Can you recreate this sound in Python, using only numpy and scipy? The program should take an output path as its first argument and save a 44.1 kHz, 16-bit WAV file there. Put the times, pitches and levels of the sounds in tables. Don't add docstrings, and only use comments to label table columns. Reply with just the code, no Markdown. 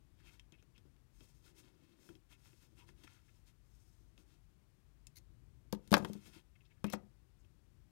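import sys
import numpy as np
from scipy import signal
from scipy.fft import rfft, irfft, next_fast_len
from scipy.io import wavfile
from scipy.ndimage import map_coordinates

SR = 44100
rng = np.random.default_rng(int(sys.argv[2]) if len(sys.argv) > 2 else 0)


def dump_mix(stems):
    frames = np.atleast_2d(stems).T
    limited = np.clip(frames, -1, 1)
    pcm = np.round(limited * 32767).astype(np.int16)
    wavfile.write(sys.argv[1], SR, pcm)


N = 348823
TIME_S = np.arange(N) / SR
AGE_S = np.arange(SR // 2) / SR

# f/Hz, level/dB
MOULD_BODY = [(150, 1.5), (230, -1), (340, 6), (430, -7.5), (560, -11.5), (900, -27.5), (3000, -36.5)]


def amp(db):
    return 10 ** (np.asarray(db) / 20)


def unit(x):
    return x / np.sqrt(np.mean(x ** 2) + 1e-20)


def along(points, hz):
    point_hz, values = np.transpose(points)
    return np.interp(np.log(hz + 1), np.log(point_hz + 1), values)


def filtered(x, response):
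    size = next_fast_len(len(x) + 8192)
    hz = np.fft.rfftfreq(size, 1 / SR)
    return irfft(rfft(x, size) * response(hz), size)[:len(x)]


def coloured(x, spectrum):
    return filtered(x, lambda hz: amp(along(spectrum, hz)))


def butter(x, kind, corner_hz):
    return signal.lfilter(*signal.butter(2, corner_hz, kind, fs=SR), x)


def resonant(x, centre_hz, q):
    b, a = signal.iirpeak(centre_hz, max(q, centre_hz / 12000), SR)
    return signal.lfilter(b, a, x) / np.sqrt(b[0])


def noise(spectrum, size):
    return unit(coloured(rng.standard_normal(size), spectrum))


def grit(size, rough_db):
    strength = unit(np.convolve(rng.standard_normal(size), np.hanning(40), "same"))
    return unit(rng.standard_normal(size) * amp(rough_db * strength))


def wobble(knots_per_s):
    knots = rng.standard_normal(int(N * knots_per_s / SR) + 4)
    return map_coordinates(knots, [TIME_S * knots_per_s])


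def swell(start_s, length_s, attack_s, release_s):
    ramp = np.minimum((TIME_S - start_s) / attack_s, (start_s + length_s - TIME_S) / release_s)
    return np.clip(ramp, 0, 1)


def rise(tau_s):
    return 1 - np.exp(-AGE_S / tau_s)


def fade(t60_s):
    return amp(-60 * AGE_S / t60_s)


def ring(modes, scatter_db):
    return sum(amp(db + scatter_db * rng.standard_normal()) * fade(t60_s) * np.sin(2 * np.pi * hz * AGE_S)
               for hz, db, t60_s in modes)


def burst(spectrum, t60_s):
    decay = fade(t60_s)
    return unit(noise(spectrum, len(AGE_S)) * decay) * np.sqrt(np.mean(decay ** 2))


def add(track, start_s, sound):
    start = round(start_s * SR)
    track[start:start + len(sound)] += sound[:N - start]


def background(hiss_db=-77.5):
    # t/s, level/dB
    rumble_levels = [(0, -60.5), (1.4, -62), (2, -71), (2.45, -62), (4.8, -63), (5.5, -57.5), (6.3, -65),
                     (6.8, -61.5), (7.9, -60.5)]
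    # f/Hz, level/dB
    rumble_spectrum = [(15, -37.5), (30, -12), (48, 3), (65, -6.5), (90, -6), (140, -8.5), (180, -16.5),
                       (240, -22), (350, -22.5), (500, -34.5), (1000, -43), (4000, -76)]
    hiss_spectrum = [(100, 0.5), (500, 2), (1000, 2.5), (2000, -0.5), (4000, -4.5), (8000, -7.5),
                     (15500, -11)]
    rumble_db = np.interp(TIME_S, *np.transpose(rumble_levels))
    return amp(rumble_db) * noise(rumble_spectrum, N) + amp(hiss_db) * noise(hiss_spectrum, N)


def room(x, early_db, tail_db):
    # f/Hz, t60/s
    decay_times = [(150, .34), (500, 0.36), (2000, 0.19), (6000, 0.14), (14000, 0.037)]
    hz, age_s, bands = signal.stft(rng.standard_normal(len(AGE_S)), SR, nperseg=256)
    bands = bands * amp(-60 * age_s / along(decay_times, hz)[:, None])
    tail = signal.istft(bands, SR, nperseg=256)[1][:len(AGE_S)] * rise(0.007)
    early = np.zeros(len(tail))
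    strengths = rng.standard_normal(size=10)
    delays_s = rng.uniform(.002, .014, size=10)
    early[(delays_s * SR).astype(int)] = strengths
    response = amp(early_db) * early / np.linalg.norm(early) + amp(tail_db) * tail / np.linalg.norm(tail)
    return x + signal.fftconvolve(x, response)[:N]


def mould_cavities(x):
    # f/Hz, width/Hz, level/dB
    cavities = [(980, 80, 8), (1400, 110, 7), (1730, 60, 1), (2170, 80, 5), (2620, 150, 9), (3200, 110, 7),
                (3650, 80, 1), (5260, 220, 6), (6300, 350, 2)]

    def response(f):
        modes = sum(amp(db) * 1j * f * width_hz / (hz * hz - f * f + 1j * f * width_hz)
                    for hz, width_hz, db in cavities)
        return amp(-4.0) * (1 + modes)

    return filtered(x, response)


def fingers():
    # t/s, length/s, drag/dB, skin hiss/dB
    strokes = [(0.159, 0.25, -73, -82), (0.232, 0.18, -71.5, -75), (1.087, 0.41, -81, -77),
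               (1.176, 0.11, -82, -86), (1.417, 0.12, -70, -73.5), (1.539, 0.11, -70.5, -71),
               (1.615, 0.12, -73, -81), (1.692, 0.47, -79, -87.5), (1.97, 0.23, -76, -75.5),
               (2.285, 0.082, -69, -73), (2.326, 0.44, -77.5, -76.5), (2.404, 0.13, -71.5, -75),
               (2.586, 0.11, -73.5, -76), (2.742, 0.13, -72.5, -75), (2.859, 0.072, -68, -73),
               (2.928, 0.36, -72, -77.5), (3.031, 0.027, -59.5, -68.5), (3.184, 0.33, -84.5, -84.5),
               (3.455, 0.073, -76, -78), (3.596, 0.58, -91, -82), (4.165, 0.087, -78, -76.5),
               (4.252, 0.15, -76, -80.5), (5.796, 0.66, -70, -73.5), (6.228, 0.11, -64.5, -68),
               (6.303, 0.12, -65, -71.5)]
    # t/s, length/s, groan/dB
    grips = [(1.388, 0.85, -76), (2.606, 0.5, -78.5), (3.96, 0.45, -82)]
    # f/Hz, level/dB
    drag_spectrum = [(400, -15), (750, -7), (1000, -8.5), (1400, -6.5), (2000, -4), (2650, -6.5),
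                     (3500, -5.5), (4600, -4), (7000, -44.5), (16000, -76)]
    skin_spectrum = [(2000, -28.5), (4000, -2.5), (5400, -0.5), (7500, 0), (9300, 2), (10500, -4),
                     (12000, -0.5), (15500, -8)]
    drag_gain, skin_gain = np.zeros(N), np.zeros(N)
    for start_s, length_s, drag_db, skin_db in strokes:
        speed = swell(start_s, length_s, attack_s=.35 * length_s, release_s=.59 * length_s)
        drag_gain = np.hypot(drag_gain, amp(drag_db) * speed)
        skin_gain = np.hypot(skin_gain, amp(skin_db) * speed)
    grip_gain = sum(amp(db) * swell(start_s, length_s, attack_s=0.073, release_s=0.073)
                    for start_s, length_s, db in grips)
    groan = np.hypot(amp(11.5) * grip_gain, amp(3) * drag_gain) * noise(MOULD_BODY, N)
    drag = amp(1.5) * drag_gain * unit(coloured(grit(N, rough_db=4.0), drag_spectrum))
    skin = amp(7.0) * skin_gain * unit(coloured(grit(N, rough_db=1.5), skin_spectrum))
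    return (drag + skin + groan) * amp(2.0 * wobble(knots_per_s=45))


def peels():
    # t/s, length/s, level/dB, centre f/Hz
    runs = [(0.19, 0.053, -71, 1800), (0.26, 0.043, -60, 2560), (0.334, 0.024, -71, 1600),
            (0.518, 0.045, -64.5, 2340), (0.571, 0.047, -71, 2786), (0.747, 0.034, -65, 2800),
            (2.291, 0.079, -67.5, 2380), (2.768, 0.07, -64, 2800), (2.774, 0.083, -68, 1010),
            (3.068, 0.012, -59, 2230), (3.145, 0.066, -71, 1540), (3.281, 0.019, -65.5, 1890),
            (6.326, 0.075, -64.5, 2330), (6.551, 0.017, -64.5, 2150), (6.604, 0.02, -66.5, 2610),
            (6.648, 0.022, -66, 3360), (6.7, 0.031, -66.5, 2204), (6.772, 0.012, -70.5, 1874),
            (6.85, 0.072, -56.5, 2300), (6.908, 0.055, -51, 4760), (7.387, .04, -75.5, 7010)]
    out = np.zeros(N)
    for start_s, length_s, db, hz in runs:
        size = int(length_s * SR)
        slips = grit(size, rough_db=3.5)
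        band = resonant(resonant(slips, hz, q=1.8), hz, q=1.8)
        envelope = np.sqrt(signal.windows.tukey(size, .6))
        add(out, start_s, amp(db - 5.5) * unit(band) * envelope)
    return out


def squeak(start_s=5.155, length_s=.034, slip_hz=2150, level_db=-56.5):
    # f/Hz, level/dB
    rasp_spectrum = [(300, -33), (1400, -8), (2100, -8), (4300, -1.5), (6300, -4), (8500, -16),
                     (11000, -3.5), (15000, -9)]
    size = int(length_s * SR)
    rate_hz = slip_hz * (1 + .07 * wobble(knots_per_s=1200)[:size])
    stretch = (np.cumsum(rate_hz) / SR) % 1
    slips = unit(np.diff(stretch, prepend=stretch[0]))
    rasp = coloured(slips + amp(-6.5) * rng.standard_normal(size), rasp_spectrum)
    rasp *= amp(5.2 * wobble(knots_per_s=285)[:size])
    envelope = np.sqrt(signal.windows.tukey(size, .5))
    out = np.zeros(N)
    add(out, start_s, amp(level_db) * unit(rasp) * envelope)
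    return out


def snaps():
    # t/s, click/dB, centre f/Hz, bump/dB
    contacts = [(.3962, -48, 3470, -83), (0.5224, -53.5, 3770, -58.5), (0.6255, -57.5, 2430, -64),
                (0.7796, -52, 2900, -65), (.853, -84, 2000, -57), (0.964, -67, 1980, -79),
                (1.2066, -55, 2330, -55.5), (2.09, -51, 1800, -48), (2.103, -70, 1500, -55.5),
                (2.153, -57, 3500, -59.5), (2.531, -60.5, 1720, -62), (2.89, -50.5, 1490, -59),
                (3.0467, -60, 2500, -62), (3.0772, -49.5, 1680, -78), (3.1332, -60, 6000, -73),
                (4.178, -55, 2800, -58.5), (5.0697, -43.5, 7100, -80), (5.185, -53.5, 6000, -65),
                (6.275, -64, 3030, -53.5), (6.361, -65.5, 2466, -51.5), (7.447, -67, 2820, -64)]
    out = np.zeros(N)
    for start_s, click_db, hz, bump_db in contacts:
        envelope = amp(-0.5) * fade(0.0057) + amp(-10.5) * fade(0.036)
        click = resonant(rng.standard_normal(len(AGE_S)) * envelope, hz, q=1.63)
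        bump = burst(MOULD_BODY, t60_s=0.13) * rise(0.0014)
        add(out, start_s, amp(click_db) * click + amp(bump_db + 4.5) * bump)
    return out


def desk_blow(thump_db, clack_db, hardness_hz, tick_db):
    # f/Hz, level/dB, t60/s
    low_modes = [(95, -16, .07), (122, -14, .08), (152, -14, .08), (181, -11, .15), (204, 0, .145),
                 (298, -9, .12), (374, -10, .11), (421, -16, .09)]
    # f/Hz, level/dB
    upper_modes = [(335, -7), (484, -4), (515, 0), (544, -3), (582, 0), (668, -3), (783, -5), (888, 3),
                   (930, -3), (1007, -1), (1113, 0), (1268, -2), (1375, -2), (1480, 0), (1611, 2),
                   (1902, -5), (2035, -5), (2492, -1), (2696, -2), (3200, 1), (3550, 0), (3990, -3),
                   (4630, -6), (5600, -6)]
    # f/Hz, level/dB
    crack_spectrum = [(150, -15), (400, 4.5), (1500, -2), (3600, -1.5), (5800, -7), (7500, -27.5),
                      (15000, -24)]
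    tick_spectrum = [(500, -24), (2000, -8.5), (3500, 2), (6300, 0), (8000, -3.5), (10500, -3),
                     (12500, -2.5), (15500, -11.5)]
    thump = amp(1.5) * ring(low_modes, scatter_db=0.8) * rise(0.00075)
    thump = butter(thump, "high", 85)
    t60_1khz_s, damping_power = 0.053, .55
    modes = [(hz, db, t60_1khz_s * (hz / 1000) ** -damping_power) for hz, db in upper_modes]
    board = sum(rng.choice([-1, 1]) * ring([mode], scatter_db=1.5) for mode in modes)
    crack = butter(burst(crack_spectrum, t60_s=.024), "high", 230)
    clack = (amp(-10.5) * board + amp(6) * crack) * rise(0.0005)
    clack = butter(clack, "low", min(hardness_hz, SR / 3))
    tick = amp(4.5) * burst(tick_spectrum, t60_s=0.0056) + amp(-5.5) * burst(tick_spectrum, t60_s=0.042)
    return amp(thump_db) * thump + amp(clack_db) * clack + amp(tick_db) * tick


def knocks():
    # t/s, thump/dB, clack/dB, hardness/Hz, tick/dB
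    plier_blows = [(5.726, -57, -45, 5070, -37), (5.729, -31, -29.5, 616, -62.5),
                   (5.748, -85, -54.5, 4100, -55), (5.8763, -55, -71, 1500, -55.5),
                   (5.9086, -72, -51.5, 3000, -45.5), (5.9173, -20, -29.5, 500, -34.5),
                   (5.927, -29, -19, 1110, -31.5), (5.94, -26, -15.5, 4500, -25.5),
                   (5.9676, -31.5, -22.5, 1070, -39), (5.9794, -55, -43, 2000, -39.5),
                   (6, -32.5, -48, 700, -62), (6.0259, -33, -35.5, 593, -64), (6.0476, -34, -33, 2250, -44),
                   (6.099, -35, -48, 552, -75.5), (6.133, -69.5, -57, 6000, -49.5),
                   (6.153, -41, -55, 790, -75)]
    # t/s, thump/dB, clack/dB, hardness/Hz, tick/dB
    mould_blows = [(6.8424, -27, -32, 1810, -42.5), (6.8666, -50.5, -52, 1500, -54.5),
                   (6.9003, -67, -55, 5990, -45.5), (6.9253, -69, -54.5, 5960, -41),
                   (6.932, -40, -42.5, 3500, -38.5), (6.9353, -31.5, -29.5, 1160, -40.5),
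                   (7.035, -52, -70, 500, -90)]
    # f/Hz, level/dB re clack, t60/s
    shell_modes = [(1990, -18.5, 0.091), (2090, -25, 0.085), (2200, -23, 0.051), (2476, -20, 0.069),
                   (2690, -28, 0.1)]
    out = np.zeros(N)
    for start_s, *strike in plier_blows:
        add(out, start_s, desk_blow(*strike))
    for start_s, thump_db, clack_db, hardness_hz, tick_db in mould_blows:
        desk = desk_blow(thump_db, clack_db, hardness_hz, tick_db)
        shell = amp(clack_db) * ring(shell_modes, scatter_db=2)
        add(out, start_s, desk + shell)
    return out


def scene():
    handling = mould_cavities(snaps() + peels() + fingers()) + squeak()
    left = room(knocks() + handling, early_db=-17.0, tail_db=-22) + background()
    return np.array([left, np.zeros(N)])


def record(dry):
    bottom_hz, top_hz = 30, 15900
    dry = butter(dry, "high", bottom_hz)
    return np.array([filtered(channel, lambda hz: 1 / (1 + (hz / top_hz) ** 120)) for channel in dry])


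dry = scene()
out = record(dry)
dump_mix(out)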